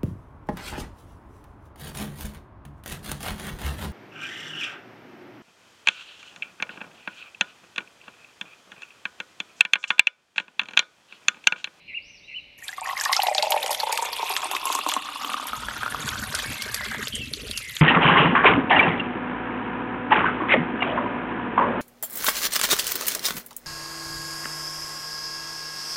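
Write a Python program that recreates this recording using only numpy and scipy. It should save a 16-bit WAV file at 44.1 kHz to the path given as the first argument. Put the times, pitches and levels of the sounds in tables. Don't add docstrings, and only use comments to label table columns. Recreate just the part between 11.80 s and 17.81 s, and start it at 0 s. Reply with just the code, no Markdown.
import sys
import numpy as np
from scipy import signal
from scipy.fft import rfft, irfft
from scipy.io import wavfile

SR = 44100
rng = np.random.default_rng(int(sys.argv[2]) if len(sys.argv) > 2 else 0)


def persist_wave(psi):
    counts = np.round(np.clip(psi, -1, 1) * 32767).astype(np.int16)
    wavfile.write(sys.argv[1], SR, np.atleast_2d(counts).T)


N = 265041
TIME = np.arange(N) / SR
POUR_START_S, AIR_GONE_S = 0.776, 5.27


def gain_of(db):
    return 10 ** (np.asarray(db) / 20)


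def unit_rms(x):
    return x / np.sqrt(np.mean(x ** 2) + 1e-20)


def read(points, hz):
    f, value = np.transpose(points)
    return np.interp(np.log(hz + 1), np.log(f + 1), value)


def follow(rows):
    s, *columns = np.transpose(rows)
    return [np.interp(TIME, s, c) for c in columns]


def swell(peak_s, spread_s):
    return np.exp(-((TIME - peak_s) / spread_s) ** 2)


def add(mix, s, sound):
    part = mix[max(round(s * SR), 0):][:len(sound)]
    part += sound[:len(part)]


def colour(x, points, size=4096):
    log_gain = np.log(gain_of(read(points, abs(np.fft.fftfreq(size, 1 / SR)))))
    taps = np.fft.ifft(np.exp(np.conj(signal.hilbert(log_gain)))).real
    return signal.oaconvolve(x, taps[:size // 2])[:N]


def high_pass(x, hz):
    return signal.sosfilt(signal.butter(4, hz, "highpass", fs=SR, output="sos"), x)


def band_pass(x, low_hz, high_hz, order=2):
    return signal.sosfilt(signal.butter(order, [low_hz, high_hz], "bandpass", fs=SR, output="sos"), x)


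def resonate(x, hz, width_hz):
    turn = np.exp(2j * np.pi * np.cumsum(hz) / SR)
    pole = np.exp(-np.pi * width_hz / SR)
    return 2 * (turn * signal.lfilter([1 - pole], [1, -pole], x / turn + 1e-18)).real


def wander(hz):
    spectrum = rfft(rng.standard_normal(N))
    return unit_rms(irfft(spectrum / (1 + (np.fft.rfftfreq(N, 1 / SR) / hz) ** 4), N))


def reverberate(x, decays, delay_s):
    hz, t, bands = signal.stft(rng.standard_normal(SR), SR, nperseg=256)
    decay = gain_of(-60 * t / read(decays, hz)[:, None])
    tail = signal.istft(bands * decay, SR, nperseg=256)[1]
    tail *= np.arange(len(tail)) > delay_s * SR
    return signal.oaconvolve(x, tail / np.linalg.norm(tail))[:N]


def bubble(t, hz, cycles, rise):
    age = np.maximum(t, 0) * hz / cycles
    return np.exp(-age) * np.sin(2 * np.pi * cycles * (age + rise * (age - 1 + np.exp(-age))))


def soft_bubble(t, hz, cycles, rise):
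    return bubble(t, hz, cycles, rise) * (1 - np.exp(-2 * hz * t))


def swarm(per_s, pitch, octaves, cycles, rise, size_db, samples, count=1, straggle_s=0.003):
    draws = rng.random((int(per_s * N / SR) + 1, 3 + 4 * count))
    when, size, tone = np.repeat(draws[:, :3], count, axis=0).T[:, :, None]
    late, ring, sign, detune = draws[:, 3:].reshape(-1, 4).T[:, :, None]
    onset = np.minimum(when * N - straggle_s * SR * np.log(late), N - 1).astype(int)
    transpose = octaves * (2 * tone - 1) + 0.23 * (2 * detune - 1) * (count > 1)
    hz = np.minimum((pitch * np.ones(N))[onset] * 2 ** transpose, SR / 2)
    height = gain_of(-size_db * np.log(np.maximum(size, 1 / 20))) * (2 * sign - 1)
    grains = height * np.sqrt(hz) * soft_bubble(TIME[:samples], hz, cycles * 2 ** (2 * ring - 1), rise)
    return unit_rms(np.bincount((onset + np.arange(samples)).ravel(), grains.ravel(), N)[:N])


def patter(bubbles, eq, lumps, mist_db, lump_db=2):
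    mist = gain_of(mist_db) * rng.standard_normal(N)
    return unit_rms(colour(bubbles + mist, eq) * gain_of(lump_db * lumps))


# f/Hz, gain/dB
AMBIENCE_EQ = [(15, -50), (25, -3.5), (237, -8.5), (600, -14.5), (1420, -23), (1910, -16), (2180, -3),
               (2780, -2), (3180, -15), (4150, -15), (6540, -35.5), (15000, -44)]


def ambience(bed_db=-54, hum_db=-73, hum_hz=581.4):
    bed = unit_rms(colour(rng.standard_normal(N), AMBIENCE_EQ))
    hum = np.sqrt(2) * np.sin(2 * np.pi * hum_hz * TIME)
    return gain_of(bed_db) * bed + gain_of(hum_db) * hum


# t/s, length/s, start f/Hz, middle f/Hz, end f/Hz, level/dB
WHISTLES = [(0.0, 0.15, 3880, 4150, 3770, -60), (0.136, 0.053, 2050, 2893, 2060, -35),
            (0.201, 0.2, 3700, 6110, 3680, -51.5), (0.42, 0.21, 3410, 4210, 3620, -55.5),
            (0.531, 0.065, 2115, 3014, 2250, -39), (4.619, 0.074, 2600, 2210, 2500, -42.5),
            (4.781, 0.066, 2170, 2155, 2346, -41), (4.976, 0.076, 2570, 1900, 2350, -39.5),
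            (5.406, 0.049, 2830, 2650, 2710, -40.5)]
# t/s, length/s, start f/Hz, middle f/Hz, end f/Hz, level/dB, depth/Hz, rate/Hz
TRILLS = [(0.076, 0.068, 2660, 2390, 2260, -44.5, 280, 133.5),
          (0.474, 0.066, 2660, 2453, 2328, -45, 300, 135.7),
          (4.672, 0.11, 2420, 2454, 2340, -42.5, 260, 47.8), (5.04, 0.18, 2270, 2153, 1930, -44, 187, 49.6),
          (5.32, 0.1, 3180, 3100, 3080, -38, 224, 159), (5.725, 0.11, 2960, 2620, 2210, -41, 166, 127),
          (5.8, 0.17, 2270, 2020, 1890, -46, 144, 117)]
# f/Hz, gain/dB
BIRD_EQ = [(3000, 1.5), (4200, -6.5), (6000, -12)]
# f/Hz, t60/s
BIRD_DECAY = [(2000, 1), (6000, 1)]


def birds(reflections_db=-3, echo_db=-9, flutter_db=2):
    song = np.zeros(N)
    unsteady = wander(hz=94)
    flutter = gain_of(flutter_db * wander(hz=35))
    for s, length, *arch_hz, db, depth_hz, rate_hz in TRILLS + [(*row, 0, 0) for row in WHISTLES]:
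        t = np.arange(0, length, 1 / SR)
        waver = unsteady[int(s * SR):][:len(t)]
        arch = np.polyval(np.polyfit([0, .5, 1], arch_hz, 2), t / length)
        trill_phase = 2 * np.pi * np.cumsum(rate_hz * (1 + 0.15 * waver)) / SR
        hz = arch * (1 + 0.004 * waver) - depth_hz * np.cos(trill_phase)
        throb = gain_of(4 * np.sin(trill_phase) + 2 * waver)
        note = np.sin(2 * np.pi * np.cumsum(hz) / SR) * throb * signal.windows.tukey(len(t), 0.2)
        add(song, s, gain_of(db) * unit_rms(note))
    reflections = gain_of(reflections_db) * reverberate(song, [(1, 0.1)], delay_s=0)
    echo = gain_of(echo_db) * reverberate(song, BIRD_DECAY, delay_s=0.0037)
    return colour(flutter * song + reflections, BIRD_EQ) + echo


# t/s, upper f/Hz, lower f/Hz
PIPE_AIR = [(.85, 1870, 780), (1.0, 1098, 755), (1.33, 1148, 860), (1.47, 826, 715), (1.85, 777, 562),
            (2.2, 930, 522), (2.6, 1038, 380), (3.0, 1095, 324), (3.5, 1166, 255), (4.0, 1370, 224),
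            (4.6, 1590, 211), (5.3, 1660, 216)]


def gurgle(lumps, resonance_db=6, hollow_db=-16, lump_db=3):
    upper_hz, lower_hz = follow(PIPE_AIR)
    bubbles = swarm(per_s=800, pitch=upper_hz * .92, octaves=.48, cycles=3.5, rise=.046, size_db=2.5,
                    samples=1500)
    bubbles += gain_of(resonance_db) * resonate(bubbles, upper_hz, width_hz=125)
    hollow = swarm(per_s=130, pitch=lower_hz, octaves=.16, cycles=2.3, rise=.007, size_db=1,
                   samples=3000)
    return unit_rms(unit_rms(bubbles * gain_of(lump_db * lumps)) + gain_of(hollow_db) * hollow)


def trapped_air_db(full_db=3, gone_db=-18.5, choke_db_per_s=8):
    funnel_full = full_db * swell(peak_s=1.76, spread_s=0.17)
    air_gone = gone_db * np.clip((TIME - AIR_GONE_S) / 0.059, 0, 1)
    choke = choke_db_per_s * np.maximum(TIME - 5.6, 0)
    return -1 + funnel_full + air_gone - choke


# f/Hz, gain/dB
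FIZZ_EQ = [(250, -17.5), (500, 11), (1000, 18.5), (1600, -3), (2200, -0.5), (3300, 2.5), (4300, 0),
           (5200, -2.5), (6500, -3.5), (9000, -9)]


def fizz(lumps):
    bubbles = swarm(per_s=900, pitch=3000, octaves=1, cycles=5.5, rise=.035, size_db=3,
                    samples=600, count=3)
    full = patter(bubbles, FIZZ_EQ, lumps, mist_db=-10)
    drowned = np.clip(1 + TIME - AIR_GONE_S, 0, 1)
    return np.sqrt(1 - drowned) * full + np.sqrt(drowned) * high_pass(full, hz=1540)


# f/Hz, gain/dB
SPRAY_EQ = [(3500, -53), (5500, -1.5), (7000, 3.5), (9000, 2), (11700, 5), (12700, 3), (14000, -9),
            (15500, -39)]


def spray(lumps):
    bubbles = swarm(per_s=300, pitch=8500, octaves=.65, cycles=6, rise=.015, size_db=4.6,
                    samples=260, count=5)
    return patter(bubbles, SPRAY_EQ, lumps, mist_db=-6)


def droplets(trim_db=-4, wet_s=2.4, wet_db_per_s=7, wet_floor_db=-10):
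    ticks = swarm(per_s=60, pitch=4300, octaves=1, cycles=4.7, rise=.035, size_db=3,
                  samples=600, count=3, straggle_s=.0015)
    covered_db = np.clip(wet_db_per_s * (wet_s - TIME), wet_floor_db, 0)
    return gain_of(trim_db + covered_db) * unit_rms(band_pass(ticks, 1500, 12000, order=4))


# t/s, relative level/dB, f/Hz
LARGE_BUBBLES = [(0.824, -33.5, 1850), (0.89, -26.5, 1665), (0.929, -26, 1930), (0.981, -24.5, 1118),
                 (1.016, -26, 890), (1.058, -22.5, 1826), (1.071, -22.5, 1033), (1.088, -21, 1045),
                 (1.096, -22, 1920), (1.11, -27, 1116), (1.13, -22, 1000), (1.169, -18.5, 2030),
                 (1.211, -20.5, 1670), (1.257, -13.5, 1750), (1.259, -16, 1113), (1.294, -14.5, 1017),
                 (1.315, -18, 1060), (1.331, -9.5, 2010), (1.368, -18, 1310), (1.392, -15.5, 809),
                 (1.434, -17, 810), (1.466, -18, 780), (1.484, -12, 818), (1.513, -19, 613),
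                 (1.552, -19.5, 774), (1.582, -18, 777), (1.59, -22.5, 605), (1.629, -13.5, 830),
                 (1.638, -18.5, 810), (1.669, -15, 840), (1.705, -16.5, 765), (1.722, -13.5, 880),
                 (1.741, -10.5, 842), (1.764, -10.5, 837), (1.842, -25, 522), (1.862, -21, 820),
                 (1.892, -18.5, 846), (2.032, -14.5, 852), (2.07, -17.5, 874), (2.094, -15, 940),
                 (2.103, -18.5, 880), (2.128, -17, 867), (2.188, -18, 906), (2.224, -14.5, 920),
                 (2.251, -20, 960), (2.286, -20, 894), (2.394, -17, 956), (2.429, -15, 896),
                 (2.503, -16, 910), (2.655, -19, 865), (2.713, -20.5, 830), (2.734, -17, 957),
                 (2.75, -16.5, 1070), (2.829, -21.5, 1024), (2.854, -17, 1014), (2.868, -16, 1020),
                 (2.901, -11, 1000), (2.951, -12, 1000), (2.989, -14, 1137), (3.064, -10, 1016),
                 (3.088, -14.5, 967), (3.122, -14, 1160), (3.165, -11.5, 1054), (3.288, -18, 1166),
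                 (3.446, -16, 1083), (3.494, -19, 1170), (3.518, -21.5, 1120), (3.542, -10.5, 1190),
                 (3.598, -18.5, 1135), (3.627, -19, 1166), (3.655, -20, 980), (3.732, -15, 1300),
                 (3.885, -14, 1620), (4.032, -10.5, 1510), (4.062, -15, 1330), (4.079, -16, 1450),
                 (4.123, -15.5, 1680), (4.146, -13.5, 1195), (4.356, -21.5, 1460), (4.437, -17.5, 1710),
                 (4.542, -15.5, 1478), (5.009, -18.5, 1490), (5.119, -19, 1660), (5.146, -17.5, 1760)]


def plops(trim_db=4, rise=0.018, slap_db=-16, slap_s=0.0031, clear_cycles=8.7, dull_cycles=2.64):
    out, t = np.zeros(N), TIME[:SR // 14]
    lower_hz = follow(PIPE_AIR)[1]
    wet = unit_rms(colour(rng.standard_normal(N), FIZZ_EQ))
    for s, db, hz in LARGE_BUBBLES:
        onset = round(s * SR)
        empty = np.exp((POUR_START_S - s) / 0.64)
        cycles = (dull_cycles + (clear_cycles - dull_cycles) * empty) * 2 ** rng.uniform(-0.58, 0.62)
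        slap = gain_of(slap_db) * (1 - empty) * wet[onset:][:len(t)] * np.exp(-t / slap_s)
        ring = bubble(t, hz * (1 - rise / 2), cycles, rise) * (1 - np.exp(-2 * hz * t))
        tail = gain_of(-4 - 4 * s) * bubble(t, hz, hz * .012, rise=.09) * (1 - np.exp(-t / .004))
        pocket_hz = lower_hz[onset]
        pocket = bubble(t, pocket_hz, 2.53 * pocket_hz / 500, rise) * (1 - np.exp(-t * pocket_hz))
        coupling = gain_of(-10) * (2 * pocket_hz / hz) ** 2.1
        plop = high_pass(slap + ring + tail + coupling * pocket, 0.76 * pocket_hz)
        add(out, s, gain_of(db + trim_db) * plop)
    return out


# t/s, level/dB, centre f/Hz, scatter/octaves
LOUD_DROPS = [(0.8815, -27, 3550, 0.2), (1.176, -31.5, 4900, 0.092), (1.1996, -25.5, 5170, 0.065),
              (1.2107, -24, 7100, 0.24), (1.2394, -28, 6160, 0.05), (1.252, -22.5, 5200, 0.23),
              (1.3283, -16, 5100, 0.24), (1.3326, -20.5, 3980, 0.13), (1.3483, -25, 3800, 0.13),
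              (1.3653, -16, 4900, 0.088), (1.4, -21, 2800, 0.091), (1.4199, -20, 4100, 0.17),
              (1.4327, -23, 11500, 0.3), (1.469, -20.5, 3520, 0.27), (1.5483, -20.5, 4340, 0.33),
              (1.5809, -14.5, 3820, 0.11), (1.625, -17, 4330, 0.075), (1.706, -21.5, 11900, 0.091),
              (1.7206, -16.5, 3300, 0.25), (1.83, -25, 3880, 0.09), (1.8617, -24, 3030, 0.67),
              (1.947, -23.5, 3580, 0.44), (1.915, -27.5, 4700, 0.091), (1.929, -30, 5500, 0.75),
              (2.001, -20, 4300, 0.052), (2.1256, -20, 4800, 0.81), (2.175, -19.5, 2650, 0.78),
              (2.2237, -29, 7660, 0.19), (2.3306, -25.5, 4340, 0.067), (2.365, -28, 2910, 0.15),
              (2.565, -18, 3180, 0.41), (2.713, -24.5, 3260, 0.69), (2.7499, -25.5, 3550, 0.36),
              (2.765, -21.5, 2730, 0.048), (2.855, -24, 10500, 0.27), (2.925, -25, 6960, 0.92),
              (2.951, -23, 6550, 0.66), (3.088, -24, 6500, 0.6), (3.0961, -22, 3360, 0.19),
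              (3.116, -23, 3120, 0.5), (3.138, -22.5, 3400, 0.093), (3.222, -32, 2850, 0.088),
              (3.4469, -26.5, 3100, 0.12), (3.5, -28, 2715, 0.08), (3.534, -25.5, 3300, 0.35),
              (3.67, -31, 12400, 0.025), (4.2898, -26, 3640, 0.13), (4.55, -22, 5000, 0.38),
              (4.598, -27, 3400, 0.057), (4.821, -24, 4540, 0.56), (4.9441, -22.5, 4640, 0.61),
              (5.2716, -25.5, 3440, 0.12), (5.2814, -28.5, 5030, 0.74), (5.354, -28, 8400, 0.051),
              (5.536, -22.5, 4150, 0.15), (5.712, -26, 3800, 0.14), (5.7756, -24, 4870, 0.41),
              (5.967, -25, 3500, 0.19)]


def splashes(cycles=3.6, rise=0.024, straggle_s=0.0022, count=14):
    out, t = np.zeros(N), TIME[:SR // 40]
    for s, db, hz, scatter in LOUD_DROPS:
        late = rng.exponential(straggle_s, (count, 1))
        satellite_hz = np.minimum(hz * 2 ** (1.234 * scatter * rng.standard_normal((count, 1))), 12000)
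        satellites = gain_of(-8) * bubble(t - late, satellite_hz, cycles * 0.79, rise).sum(0)
        crack = gain_of(-4) * 2 * scatter ** 2 * rng.standard_normal(len(t)) * np.exp(-t / 0.0037)
        tick = gain_of(-2) * bubble(t, hz, cycles=0.27, rise=0)
        drop = tick + crack + bubble(t, hz, cycles, rise) + satellites
        drop = band_pass(drop, .4 * hz, min(hz * 2 ** (.5 + 2 * scatter), 13000))
        add(out, s + .0003, gain_of(db) * unit_rms(drop) / np.sqrt(6))
    return out


def gushes_db(peak_db=14, spread_s=0.0041):
    nearest_s = np.min([abs(TIME - s) for s, *_ in LOUD_DROPS], axis=0)
    return peak_db * np.exp(-nearest_s / spread_s)


def plips(trim_db=-2):
    bubbles = swarm(per_s=130, pitch=2150, octaves=.3, cycles=10, rise=.04, size_db=2, samples=1500)
    return gain_of(trim_db) * swell(peak_s=1.49, spread_s=0.5) * bubbles


def plinks(trim_db=-3, overtone_ratio=2.5, width_hz=450, mouth_db=-2):
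    overtone_hz = overtone_ratio * follow(PIPE_AIR)[0]
    bursts = swarm(per_s=700, pitch=2900, octaves=.6, cycles=1.2, rise=.03, size_db=2.6,
                   samples=300, count=2)
    overtone = unit_rms(resonate(resonate(bursts, overtone_hz, 2 * width_hz), overtone_hz, width_hz))
    mouth = gain_of(mouth_db) * unit_rms(band_pass(bursts, 3210, 3590))
    return gain_of(trim_db) * swell(peak_s=2.84, spread_s=1.17) * unit_rms(overtone + mouth)


def slosh(trim_db=-16, fall_s=0.0087, width_hz=90, octave_db=-3):
    lower_hz = follow(PIPE_AIR)[1]
    shoves, t = np.zeros(N), TIME[:SR // 10]
    for s, db, _ in LARGE_BUBBLES:
        add(shoves, s, gain_of(db) * np.exp(-t / fall_s) * rng.standard_normal(len(t)))
    low, octave = (resonate(resonate(shoves, hz, 2 * width_hz), hz, width_hz=2 * width_hz)
                   for hz in (lower_hz, 2 * lower_hz))
    half_full = swell(peak_s=3.12, spread_s=0.79)
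    makeup = np.sqrt(SR / (2 * np.pi * width_hz)) / 2
    return gain_of(trim_db) * half_full * makeup * (low + gain_of(octave_db) * octave)


# t/s, level/dB
STREAM_FLOW = [(0.8, -43), (0.9, -39.5), (1.0, -50.5), (1.1, -43.5), (1.33, -35.5), (1.45, -42.5),
               (1.6, -37.5), (1.95, -35.5), (1.985, -47.5), (2.005, -35.5), (2.3, -40), (2.54, -29.5),
               (2.61, -42), (2.66, -35.5), (2.79, -43), (2.87, -34), (3.1, -38), (3.32, -43.5), (3.55, -40),
               (3.8, -40.5), (4.6, -35), (5.25, -39.5), (5.4, -43.5), (5.8, -39), (6.0, -43)]


def pour(usual_db=-35.5, plop_db=-3, ringing_db=-13):
    flow_db = follow(STREAM_FLOW)[0] - usual_db
    upper_hz = follow(PIPE_AIR)[0]
    fade_in = np.clip((TIME - POUR_START_S) / 0.015, 0, 1)
    trickle_db = -19 * np.clip(1 - (TIME - POUR_START_S) / 0.26, 0, 1)
    gush_db = gushes_db()
    lumps = wander(hz=30)
    stream = (gain_of(-2 + 0.56 * flow_db + 0.94 * trickle_db + 0.17 * gush_db) * fizz(lumps)
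              + gain_of(-6.5 + flow_db + gush_db) * spray(lumps)
              + gain_of(trapped_air_db() + 0.36 * flow_db + 4.3 * trickle_db) * gurgle(lumps)
              + plips()
              + gain_of(0.56 * flow_db + trickle_db) * (droplets() + plinks()))
    large = plops()
    ringing = resonate(resonate(large, upper_hz, width_hz=58), upper_hz, width_hz=110)
    water = gain_of(usual_db) * stream + gain_of(plop_db) * large + gain_of(ringing_db) * ringing
    water += slosh() + splashes()
    return high_pass(fade_in * water, hz=177)


# t/s, relative level/dB
DRUM_RIDE = [(3.6, -43.5), (4.28, -37), (4.85, -39), (5.6, -37.5), (5.65, -36), (6.01, -53)]
# f/Hz, gain/dB
BOWL_EQ = [(20, -16), (40, -2), (62, -5.5), (105, -1), (160, -8), (230, -3.5), (330, -10), (500, -5),
           (900, -14.5), (2000, -101)]
# t/s, level/dB, f/Hz
WATER_SLUGS = [(4.2, -24, 170), (4.249, -19, 135), (4.422, -22, 210), (5.191, -31, 420), (5.227, -26, 240),
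               (5.337, -24.5, 221), (5.695, -27, 233)]


def drumming(trim_db=-5, start_s=3.65, ring_s=0.0059):
    knocks = swarm(per_s=300, pitch=190, octaves=1.9, cycles=1.25, rise=.03, size_db=2.8, samples=2400)
    fade_in = np.clip((TIME - start_s) / 0.17, 0, 1)
    out = gain_of(follow(DRUM_RIDE)[0] + trim_db) * fade_in * unit_rms(colour(knocks, BOWL_EQ))
    for s, db, hz in WATER_SLUGS:
        add(out, s, gain_of(db) * soft_bubble(TIME[:SR // 10], hz, ring_s * hz, rise=0.018))
    return out


# f/Hz, t60/s
ROOM_DECAY = [(200, 0.18), (1000, 0.049), (4000, 0.055), (12000, 0.12)]


def scene(room_db=-10.5):
    water = pour() + drumming()
    room = gain_of(room_db) * reverberate(water, ROOM_DECAY, delay_s=0.0056)
    return (water + room + birds() + ambience())[None]


def record(dry, cutoff_hz=15400):
    taps = signal.firwin(401, cutoff_hz, window=("kaiser", 9), fs=SR)
    return signal.oaconvolve(dry, taps[None], "same")


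dry = scene()
out = record(dry)
persist_wave(out)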